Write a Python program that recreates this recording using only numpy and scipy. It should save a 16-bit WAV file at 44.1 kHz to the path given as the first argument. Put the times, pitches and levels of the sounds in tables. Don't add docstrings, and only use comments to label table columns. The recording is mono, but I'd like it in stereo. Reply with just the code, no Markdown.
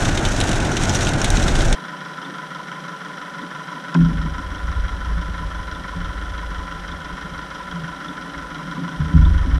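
import sys
import numpy as np
from scipy import signal
from scipy.fft import rfft, irfft
from scipy.io import wavfile
from scipy.ndimage import uniform_filter1d, minimum_filter1d

SR = 44100
rng = np.random.default_rng(int(sys.argv[2]) if len(sys.argv) > 2 else 0)


def wrap_up_sound(samples):
    columns = np.atleast_2d(samples).T
    tamed = np.clip(columns, -1, 1)
    steps = np.round(tamed * 32767).astype(np.int16)
    wavfile.write(sys.argv[1], SR, steps)


N = 422919
TIME = np.arange(N) / SR
FFT_SIZE = 16384
FREQS = np.fft.rfftfreq(FFT_SIZE, 1 / SR)
SIDES = np.array([[.5], [-.5]])
CYCLE_HZ = 6.003


def chain(clank_db=-6, sprocket_db=-10, squeak_trim_db=-6, snap_db=-6, rattle_db=-10,
          crack_s=0.0035, rattle_s=0.029, snap_s=0.0037):
    # start in seconds, level in dB, squeak and snap offsets in dB, pan in dB.
    links = [(0.0531, -20, -6, -6, -3), (0.1741, -15, -28, -17, -4.5), (0.2514, -14, -27, -7, -4),
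             (0.262, -33, -15, 4, -3), (0.2863, -25, -2, 1, -3), (0.4028, -17.5, -13, 4.5, 0),
             (0.412, -15.5, -15, 0, -4), (0.491, -23, -10, 7, -1), (0.53, -19, -17, -8, -2),
             (0.6015, -18.5, -20, -13, -3), (0.6498, -25, -8, 0, -1), (0.716, -29, 2.5, 4, -2),
             (0.768, -13.5, -14, -11, -4), (0.835, -22.5, -2, 5, -1), (0.853, -34, 4, -4, 1),
             (0.894, -22, 5.5, -6, 2), (0.9476, -19, -6, 4, -3), (0.953, -26.5, 8.5, 3, 5),
             (1.008, -20, -7, -5, -2), (1.032, -28, 2, 0, 0.5), (1.0482, -22, -3, -5, -3),
             (1.07, -16, -22, -13, -7), (1.0904, -23, -6, 5, -9), (1.135, -21.5, -13, 1, -3),
             (1.216, -19.5, -1.5, -1, 5), (1.2441, -11.5, -13, 1, -5), (1.3026, -20.5, -1, 7.5, -5),
             (1.37, -18.5, -5, -12, -0.5), (1.4268, -21.5, -4, -1, -4), (1.482, -17.5, -21, -11, -5),
             (1.5537, -18.5, -21, -1, -4), (1.6067, -18, -19, -13, -5), (1.6352, -28, -18, -11, -4),
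             (1.683, -34, 5, -6, 0), (1.727, -17, -6, -2, -4.5)]
    # frequency in Hz, level in dB.
    clank_tone = [(400, -8), (1200, 1), (2200, 4), (3500, 4.5), (4800, -2), (6500, -1.5), (9000, -9.5),
                  (12000, -29), (15000, -33)]
    snap_tone = [(2000, -31), (5000, -8), (7000, 2.5), (9000, 5), (11000, -6), (13000, -29), (15000, -22)]
    # pitch in Hz, level in dB, t60 in seconds.
    sprocket_modes = [(2700, -12, 0.03), (3105, -3.5, 0.082), (3520, -3.5, 0.032), (3750, 3, 0.052),
                      (4160, -2, 0.025)]
    squeak_modes = [(5820, 5.5, 0.05), (6340, 0.5, 0.042), (6760, 9, 0.013), (7800, -7, .012),
                    (8100, -10, 0.0076), (12300, -20, .035)]
    t = np.arange(3000) / SR
    crack_shape = np.exp(-t / crack_s) + amp(rattle_db) * np.exp(-t / rattle_s)
    cracks, snaps, rings = np.zeros((3, 2, N))
    for start, db, squeak_db, bright_db, pan_db in links:
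        add(cracks, start, amp(db) * crack_shape * rng.standard_normal(len(t)), pan_db)
        snap = np.exp(-t / snap_s) * rng.standard_normal(len(t))
        add(snaps, start, amp(db + bright_db) * snap, pan_db)
        sprocket = amp(sprocket_db) * steel_ring(sprocket_modes, t)
        squeak = amp(squeak_trim_db + squeak_db) * steel_ring(squeak_modes, t)
        add(rings, start, amp(db) * (sprocket + squeak), pan_db)
    steel, bright = causal(amp(curve(clank_tone))), causal(amp(curve(snap_tone)))
    clanks = colour(cracks, steel / np.sqrt(np.mean(abs(steel) ** 2)))
    return amp(clank_db) * clanks + amp(snap_db) * colour(snaps, 2 * bright) + rings


def steel_ring(modes, t, cluster=5, contact_s=.0005):
    onset = np.sin(np.pi / 2 * np.minimum(t / contact_s, 1)) ** 2
    ring = 0
    for hz, db, t60 in modes * cluster:
        detuned_hz = hz * rng.normal(1, 0.04)
        ring += amp(db - 60 * t / t60) * np.sin(2 * np.pi * (detuned_hz * t + rng.random()))
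    return onset * ring / np.sqrt(cluster)


def silage(db=-19.7, surge_db=2, surge_hz=1.98, crest_s=0.45, stalks_per_s=900, stalk_share=0.22):
    # frequency in Hz, then, table by table,
    # level in dB, pan in dB, left phase lead in radians, likeness of the two sides from 0 to 1.
    tone = [(53, -12.5), (90, 2.5), (221, -6.5), (336, -6.5), (450, -15), (703, -10), (1100, -15.5),
            (1470, -12), (1760, -18), (2470, -23), (3100, -25), (3850, -25.5), (4750, -30.5), (5150, -28),
            (5600, -25), (6200, -24.5), (8000, -28), (9150, -31.5), (10600, -40), (13800, -54),
            (22000, -120)]
    pan = [(60, -5), (110, 2.5), (190, 1.5), (330, 4.5), (590, 7), (1040, 1), (1450, -9), (2100, 1),
           (3700, -2), (5700, 4.5), (7200, 2.5), (8200, -5), (10200, -2)]
    lead = [(120, 0), (350, .1), (1000, -1.5), (1270, -3), (1600, .6), (2700, 0), (4900, -.2), (6400, -.7),
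            (8000, -2)]
    likeness = [(100, 1), (280, 0.92), (700, 0.84), (1400, 0.41), (2100, 0.46), (3800, 0.78), (5000, 0.55),
                (6100, 0.38), (8000, 0.6)]
    flow = unit(amp(surge_db * np.cos(2 * np.pi * surge_hz * (TIME - crest_s))))
    sizes = amp(2.5 * np.minimum(rng.exponential(1, (2, N)), 5))
    stalks = unit(sizes * np.sign(noise()) * (rng.random((2, N)) < stalks_per_s / SR))
    lumps = amp(2.5 * wander(59))
    rustle = flow * lumps * (np.sqrt(stalk_share) * stalks + np.sqrt(1 - stalk_share) * noise())
    roar = noise() * amp(1.02 * wander(38))
    treble = 1 / (1 + (2200 / (FREQS + 1)) ** 4)
    drive = colour(rustle, np.sqrt(treble)) + colour(roar, np.sqrt(1 - treble))
    return amp(db) * spread(drive, amp(curve(tone)), curve(pan), curve(lead), curve(likeness))


def tractor(casting_db=-44.5, block_db=-38.5, top_db=-46, panel_db=-50, exhaust_db=-39, lowest_hz=128):
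    # centre and width in Hz, left and right in dB, left lead in radians.
    exhaust_modes = [(163.8, 34.7, -1.5, -5, 0.89), (289, 67, -10, -10, -0.97)]
    casting_modes = [(430, 37, -10.5, -11.5, 1.5), (548.7, 61, -8.5, -5, -2.1),
                     (611.5, 36, -13, -7.5, -1.4), (729, 44, -7, -7, -2.5), (796, 30, -8, -6.5, -2.5),
                     (906, 49, -8, -6.5, 3)]
    block_modes = [(1117, 83, -4, -25, 1), (1333, 80, -35.5, 2.5, -5.5), (1445, 140, -4.5, -1, 0.07),
                   (1785, 217, -8.5, -7.5, 1.25), (2120, 247, -13.5, -11.5, -2.5)]
    top_modes = [(3192, 480, 3.5, 1, -1.5), (3936, 210, 2, -30, -7.5), (5130, 670, -6.5, -44, 3),
                 (5705, 440, -4, -8.5, -1.5)]
    panel_modes = [(973, 51, -20, 1.5, 2.1), (1031, 25, -9, 0.5, 1.63)]
    # pitch and waver in Hz, level and pan in dB, left lead in radians.
    panel_rings = [(1008.8, 4.49, -42, -10, 1.6), (987, 4.98, -46, -10.5, 2.06)]
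    cover_rings = [(1305, 9, -52, -10, -1.5), (1372, 14, -44.5, -6, -.6), (1498, 9, -50, -2, .5)]
    # multiple of the engine cycle, level in dB.
    gear_orders = [(72, -60), (85, -53), (92, -56), (96, -59)]
    turn = (TIME + .0005 * wander(2)) * CYCLE_HZ % 1
    knocks = firing(turn, "block", decay_s=.007, rise_s=.004, wash_db=-2, uneven_db=.4)
    ticks = firing(turn, "top", decay_s=.0055, rise_s=.0018, wash_db=-3.5, uneven_db=.4)
    pings = firing(turn, "panel", decay_s=.009, rise_s=.008, wash_db=-9, uneven_db=1.3)
    clacks = firing(turn, "block", decay_s=.007, rise_s=.004, wash_db=-8, uneven_db=.5)
    puffs = firing(turn, "block", decay_s=0.03, rise_s=.0012, wash_db=12, uneven_db=.8)
    low_cut = causal(1 / (1 + (lowest_hz / (FREQS + 1)) ** 10))
    drone = colour(radiate(puffs * rattle(turn, 0.63), exhaust_modes, likeness=0.61), low_cut)
    casting = steadied(radiate(puffs * rattle(turn, .4), casting_modes, likeness=0.71), .06)
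    hum = sum(amp(db) * np.sin(2 * np.pi * (order * turn + rng.random())) for order, db in gear_orders)
    panel = amp(panel_db) * pings * steadied(radiate(rattle(turn, .4), panel_modes, likeness=0.96), .03)
    panel += sum(ringing(pings, *mode, wavers_per_s=12) for mode in panel_rings)
    cover = sum(ringing(clacks, *mode, wavers_per_s=25) for mode in cover_rings)
    block = knocks * steadied(radiate(rattle(turn, .3), block_modes, likeness=0.73), .011)
    top = radiate(ticks * rattle(turn, .15), top_modes, likeness=1)
    body = amp(block_db) * block + amp(top_db) * top + amp(casting_db) * casting
    return body + amp(exhaust_db) * drone + hum + panel + cover


def firing(turn, part, decay_s, rise_s, wash_db, uneven_db):
    # seconds into the cycle, then strength in dB at the block, top end and panel.
    knocks = [(.005, 0, 1, -20), (.012, 2.5, -5, -2), (.017, 1.5, 0, -7), (.027, -4, -5, -8),
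              (.036, -4, -12, -20), (.0485, 2.5, 5, 0), (.0585, 3.5, 1, 0.5), (.069, -5, -5, -16),
              (.084, -3, 0, -20), (.093, 0, -2, -1), (.101, -.5, -4, 1.5), (.114, -1, -3, -3),
              (.131, -3, 1, -9), (.137, -9, -1, -7), (.155, -5.5, -7, -4)]
    times, *levels_db = np.transpose(knocks)
    strength = amp(levels_db[["block", "top", "panel"].index(part)])[:, None]
    cycle = np.linspace(0, 1, 2000)
    since = (cycle / CYCLE_HZ - times[:, None]) % (1 / CYCLE_HZ)
    bursts = strength * np.exp(-since / decay_s) * (1 - np.exp(-since / rise_s))
    shape = np.sqrt(unit(np.linalg.norm(bursts, axis=0)) ** 2 + amp(wash_db) ** 2)
    return np.interp(turn, cycle, shape) * amp(uneven_db * wander(21))


def rattle(turn, repeat_share):
    size = int(SR / CYCLE_HZ)
    looped = rng.standard_normal((2, size))[:, (turn * size).astype(int)]
    return np.sqrt(repeat_share) * looped + np.sqrt(1 - repeat_share) * noise()


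def chinks(db=-35, first_s=2.246, every_s=1.1674):
    # centre and width in Hz, left and right in dB, left lead in radians.
    modes = [(3460, 240, 19, 4, 1), (3850, 260, -14, -17, -4)]
    return amp(db) * strikes(first_s + np.arange(7) * every_s, .006, modes)


def bumps(lower_decay_ratio=3.5, rough_rad=0.37, lead_rad=0.84):
    # start in seconds, level in dB, pitch in Hz, push and decay times in seconds,
    # offsets of the upper modes and of the lower mode in dB, pan in dB.
    blows = [(3.415, -26.5, 175.5, 0.0074, 0.033, 10, -40, -5), (3.746, -40, 170, .006, 0.017, 22, -40, 0),
             (4.088, -21, 171, .004, 0.013, 12, -14, 4), (4.106, -15.5, 170, 0.0055, 0.019, 3.5, -11, 7),
             (4.185, -28, 150, 0.0044, 0.012, -6, -3, 2), (4.25, -17.5, 170, 0.006, 0.017, 7, -16, 1),
             (4.381, -24.5, 181, 0.0055, 0.023, 7, -10, 5), (4.522, -30, 179, 0.0056, 0.02, 10, -12, 6),
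             (5.168, -21.5, 171, 0.0087, .03, -4, -11, 7), (5.292, -18, 150, 0.0036, 0.0075, -6, 2, -1),
             (5.593, -22, 159, 0.0033, 0.01, 0, -4, 0), (5.96, -17.5, 171, 0.0079, 0.034, -6, -10, 5),
             (6.919, -27, 163, .003, .014, 9, -1, 0), (7.735, -13.5, 167.6, 0.028, 0.047, -18, -33, 7.5),
             (7.832, -19.5, 163.6, .006, 0.02, -10, -30, 15.5),
             (8.082, -34.5, 182, .006, 0.032, 16, -16, 6), (8.771, -19, 175, 0.0074, 0.042, 5, -25, 8),
             (8.996, -7.5, 153.7, 0.0089, 0.034, -8, -12, 2.5),
             (9.139, -1.5, 154.4, 0.01, 0.041, -4, -2.5, -0.5), (9.245, -18, 164, .005, 0.018, -3, -5, 3),
             (9.305, -18, 161, .005, 0.018, -6, 0, 1), (9.452, -24.5, 176.3, 0.014, 0.031, 16, -9, 7),
             (9.529, -14.5, 160, 0.0072, 0.018, -13, -18, 5.5)]
    # multiple of the pitch, level in dB.
    overtones = [(1.529, -9), (1.76, -19), (2.1, -29.5)]
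    t, out = np.arange(SR) / SR, np.zeros((2, N))
    chatter = wander(31)
    for start, db, hz, push_s, decay_s, upper_db, lower_db, pan_db in blows:
        phase = 2 * np.pi * hz * t
        shake = rough_rad * np.interp(start + t, TIME, chatter)
        upper = sum(amp(upper_db + mode_db) * np.sin(ratio * (phase + 2 * shake))
                    for ratio, mode_db in overtones)
        ring = (np.sin(phase + shake + lead_rad * SIDES) + upper) * np.exp(-t / decay_s)
        lower = amp(lower_db) * np.sin(phase / 2) * np.exp(-t / (decay_s * lower_decay_ratio))
        add(out, start, amp(db) * (1 - np.exp(-t / push_s)) * (ring + lower), pan_db)
    return out


def heavy_contact(knock_db=-16, tick_db=-28, dull_hz=9000):
    # centre and width in Hz, left and right in dB, left lead in radians.
    tick_modes = [(3200, 1000, 6, -7, 0), (5500, 1300, 4, -10, 0), (8300, 1200, -17, -16, 0)]
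    knock_modes = [(596, 320, -10, -9, 0), (1004, 88, 3, 14.5, 0), (1510, 540, -7, -4.5, 0)]
    tick = amp(tick_db) * strikes([3.9435], 0.004, tick_modes)
    knock = amp(knock_db) * strikes([3.948], 0.007, knock_modes)
    return colour(tick + knock, 1 / (1 + (FREQS / dull_hz) ** 8))


def judder(start_s=3.943, rise_s=0.025, hold_s=0.12, release_s=0.025, chatter_db=2.3, rough_rad=0.2):
    # pitch in Hz, level in dB, decay in dB per second, pan in dB.
    modes = [(167.8, -7.5, 15, 8.5), (258.7, -17, 75, 5), (310, -23, 122, 1), (368, -21.5, 300, 4)]
    since = np.maximum(TIME - start_s, 0)
    grip = np.sin(np.pi / 2 * np.minimum(since / rise_s, 1)) ** 2
    release = np.exp(-np.maximum(since - hold_s, 0) / release_s)
    shudder = 0
    for hz, db, fall, pan_db in modes:
        level = amp(db - fall * since + pan_db * SIDES + chatter_db * wander(40))
        shudder += level * np.sin(2 * np.pi * hz * since + rough_rad * wander(40) + SIDES)
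    return grip * release * shudder


def sway(db=-1, totter_db=2, rumble_db=-3, rise_s=0.035):
    # start in seconds, level in dB, decay in dB per second.
    shoves = [(3.98, -21.5, 21), (4.17, -16.5, 55), (4.42, -28, 20), (4.59, -21.5, 49), (4.75, -20.5, 28),
              (4.95, -22.5, 60), (5.11, -24, 35), (5.27, -27.5, 10.5), (5.46, -33, 40), (5.94, -22.5, 15),
              (6.2, -34, 18), (7.27, -41, 25), (7.6, -44, 11), (8.33, -40, 23), (8.96, -31, 10),
              (9.14, -12, 14), (9.34, -15.5, 40), (9.51, -16, 40)]
    # pitch and waver in Hz, level and pan in dB, left lead in radians.
    main_mode = (51.5, 3, -2.6, 0, 0)
    # centre and width in Hz, left and right in dB, left lead in radians.
    rumble_modes = [(51.6, 20, -3, -2, 0.008), (76.7, 19.5, -5.5, -3.5, 0), (28.8, 18, -3.5, -5, 0)]
    power = 0
    for start, shove_db, fall in shoves:
        since = np.maximum(TIME - start, 0)
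        power += (np.minimum(since / rise_s, 1) * amp(shove_db - fall * since)) ** 2
    ring = ringing(1, *main_mode, wavers_per_s=8)
    rumble = amp(rumble_db) * radiate(noise(), rumble_modes, likeness=1)
    return amp(db + totter_db * wander(11)) * np.sqrt(power) * (ring + rumble)


def rubbing(db=-3):
    # midpoint and length in seconds, levels of the lower and upper resonance in dB.
    strokes = [(2.285, 0.16, -40.5, -35.5), (4.15, 0.44, -24, -38), (5.098, 0.205, -30.5, -58),
               (5.393, 0.37, -34.5, -55), (5.783, 0.12, -41, -36), (7.198, 0.62, -36, -48),
               (8.24, 1, -43, -39.5), (8.886, 0.84, -29.5, -37.5), (9.25, 0.41, -26, -31.5),
               (9.57, 0.32, -29.5, -33)]
    # centre and width in Hz, left and right in dB, left lead in radians.
    modes = [(163.7, 23, 5, -0.5, 0.12), (277.7, 40, -10, -11.5, -0.23)]
    out = 0
    for k, mode in enumerate(modes):
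        pressure = sum(amp(levels_db[k]) * np.sin(np.pi * np.clip((TIME - middle) / length + .5, 0, 1))
                       for middle, length, *levels_db in strokes)
        out += pressure * steadied(radiate(noise(), [mode], likeness=0.32), 0.19)
    return amp(db) * out


def wind(buffet_db=-1.5):
    # time in seconds, level in dB.
    swell = [(0.0, -21.5), (0.14, -22), (0.35, -23.5), (0.85, -24.5), (1.22, -25.5), (1.45, -14.5),
             (1.74, -13.5)]
    # frequency in Hz, level in dB.
    tone = [(10, -13), (22, 11), (40, 7.5), (70, -4), (110, -33), (220, -61), (800, -100)]
    strength = amp(np.interp(TIME, *np.transpose(swell)) + buffet_db * wander(12))
    rumble = spread(noise(), amp(curve(tone)), pan_db=0 * FREQS, lead=0, likeness=0.91)
    return strength * steadied(rumble, 0.4)


def yard_hiss(db=-50.5):
    # frequency in Hz, level in dB.
    tone = [(25, 13), (90, 11.5), (160, -13), (500, -3), (2000, 14.5), (4500, 8.5), (7000, 3), (10000, 2.5),
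            (11300, -4.5), (13000, -6.5), (15000, -36)]
    return amp(db) * unit_mid(colour(noise(), amp(curve(tone))))


def strikes(times, decay_s, modes):
    envelope = np.zeros((2, N))
    for start in times:
        add(envelope, start, np.exp(-np.arange(SR // 4) / SR / decay_s))
    return radiate(noise() * envelope, modes, likeness=0.34) * np.sqrt(np.mean(envelope ** 2))


def ringing(shake, hz, waver_hz, db, pan_db, lead, wavers_per_s):
    phase = 2 * np.pi * np.cumsum(hz + waver_hz * wander(wavers_per_s)) / SR
    return amp(db) * unit_mid(shake * amp(pan_db * SIDES) * np.sin(phase + lead * SIDES))


def radiate(drives, modes, likeness):
    left = right = phase = weight = 0
    for hz, width, left_db, right_db, lead in modes:
        detuning = (FREQS - hz) * (FREQS + hz) / (np.sqrt(2) * width * (FREQS + 1))
        power = 1 / (1 + detuning ** 2) ** 2 + 1e-14
        left += power * amp(left_db) ** 2
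        right += power * amp(right_db) ** 2
        share = power * amp(left_db + right_db)
        phase += lead * share
        weight += share
    return spread(drives, (left * right) ** .25, 10 * np.log10(left / right), phase / weight, likeness)


def spread(drives, gain, pan_db, lead, likeness):
    lean = amp(pan_db / 2) * np.exp(.5j * lead)
    response = np.array([lean, 1 / lean]) * causal(gain)
    shared = colour(drives[:1], response * np.sqrt(1 + likeness))
    apart = colour(drives[1:], response * np.sqrt(1 - likeness) * [[1], [-1]])
    return unit_mid(shared + apart)


def causal(gain):
    cepstrum = irfft(np.log(np.maximum(gain / gain.max(), 1e-5)), FFT_SIZE)
    cepstrum[1:FFT_SIZE // 2] *= 2
    cepstrum[FFT_SIZE // 2 + 1:] = 0
    return np.exp(rfft(cepstrum))


def colour(x, response):
    taps = np.roll(irfft(response), FFT_SIZE // 4, axis=-1)
    taps = taps[None] if taps.ndim < x.ndim else taps
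    return signal.oaconvolve(x, taps, axes=-1)[..., FFT_SIZE // 4:][..., :N]


def curve(points):
    hz, value = np.transpose(points)
    return np.interp(np.log(FREQS + 1), np.log(hz + 1), value)


def steadied(pair, span_s):
    return pair / np.sqrt(abs(uniform_filter1d(pair.mean(0) ** 2, int(span_s * SR))) + 1e-6)


def add(mix, start_s, sound, pan_db=0):
    part = mix[:, max(round(start_s * SR), 0):][:, :sound.shape[-1]]
    part += sound[..., :part.shape[1]] * amp(pan_db * SIDES)


def noise():
    return rng.standard_normal((2, N))


def wander(hz):
    times = np.arange(0, N / SR + 1, 1 / (2 * hz))
    return unit(np.interp(TIME, times, rng.standard_normal(N // 100)[:len(times)]))


def amp(db):
    return 10 ** (np.asarray(db) / 20)


def unit(x):
    return x / np.sqrt(np.mean(x ** 2) + 1e-20)


def unit_mid(pair):
    return pair / np.sqrt(np.mean(pair.mean(0) ** 2) + 1e-20)


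def scene(cut_s=1.7495):
    wagon = silage() + chain() + wind()
    yard = tractor() + chinks() + yard_hiss() + heavy_contact() + judder() + bumps() + sway() + rubbing()
    cut = np.clip((TIME - cut_s) / .002, 0, 1)
    return (1 - cut) * wagon + cut * yard


def record(dry, top_hz=15000):
    needed_gain = 1 / np.maximum(abs(dry).max(0), 1)
    gain = uniform_filter1d(minimum_filter1d(needed_gain, size=400), size=400)
    fade = np.minimum((TIME[-1] - TIME) / .008, 1)
    low_pass = signal.firwin(511, top_hz, window=("kaiser", 9), fs=SR)
    return signal.oaconvolve(dry * gain * fade, low_pass[None], "same")


dry = scene()
out = record(dry)
wrap_up_sound(out)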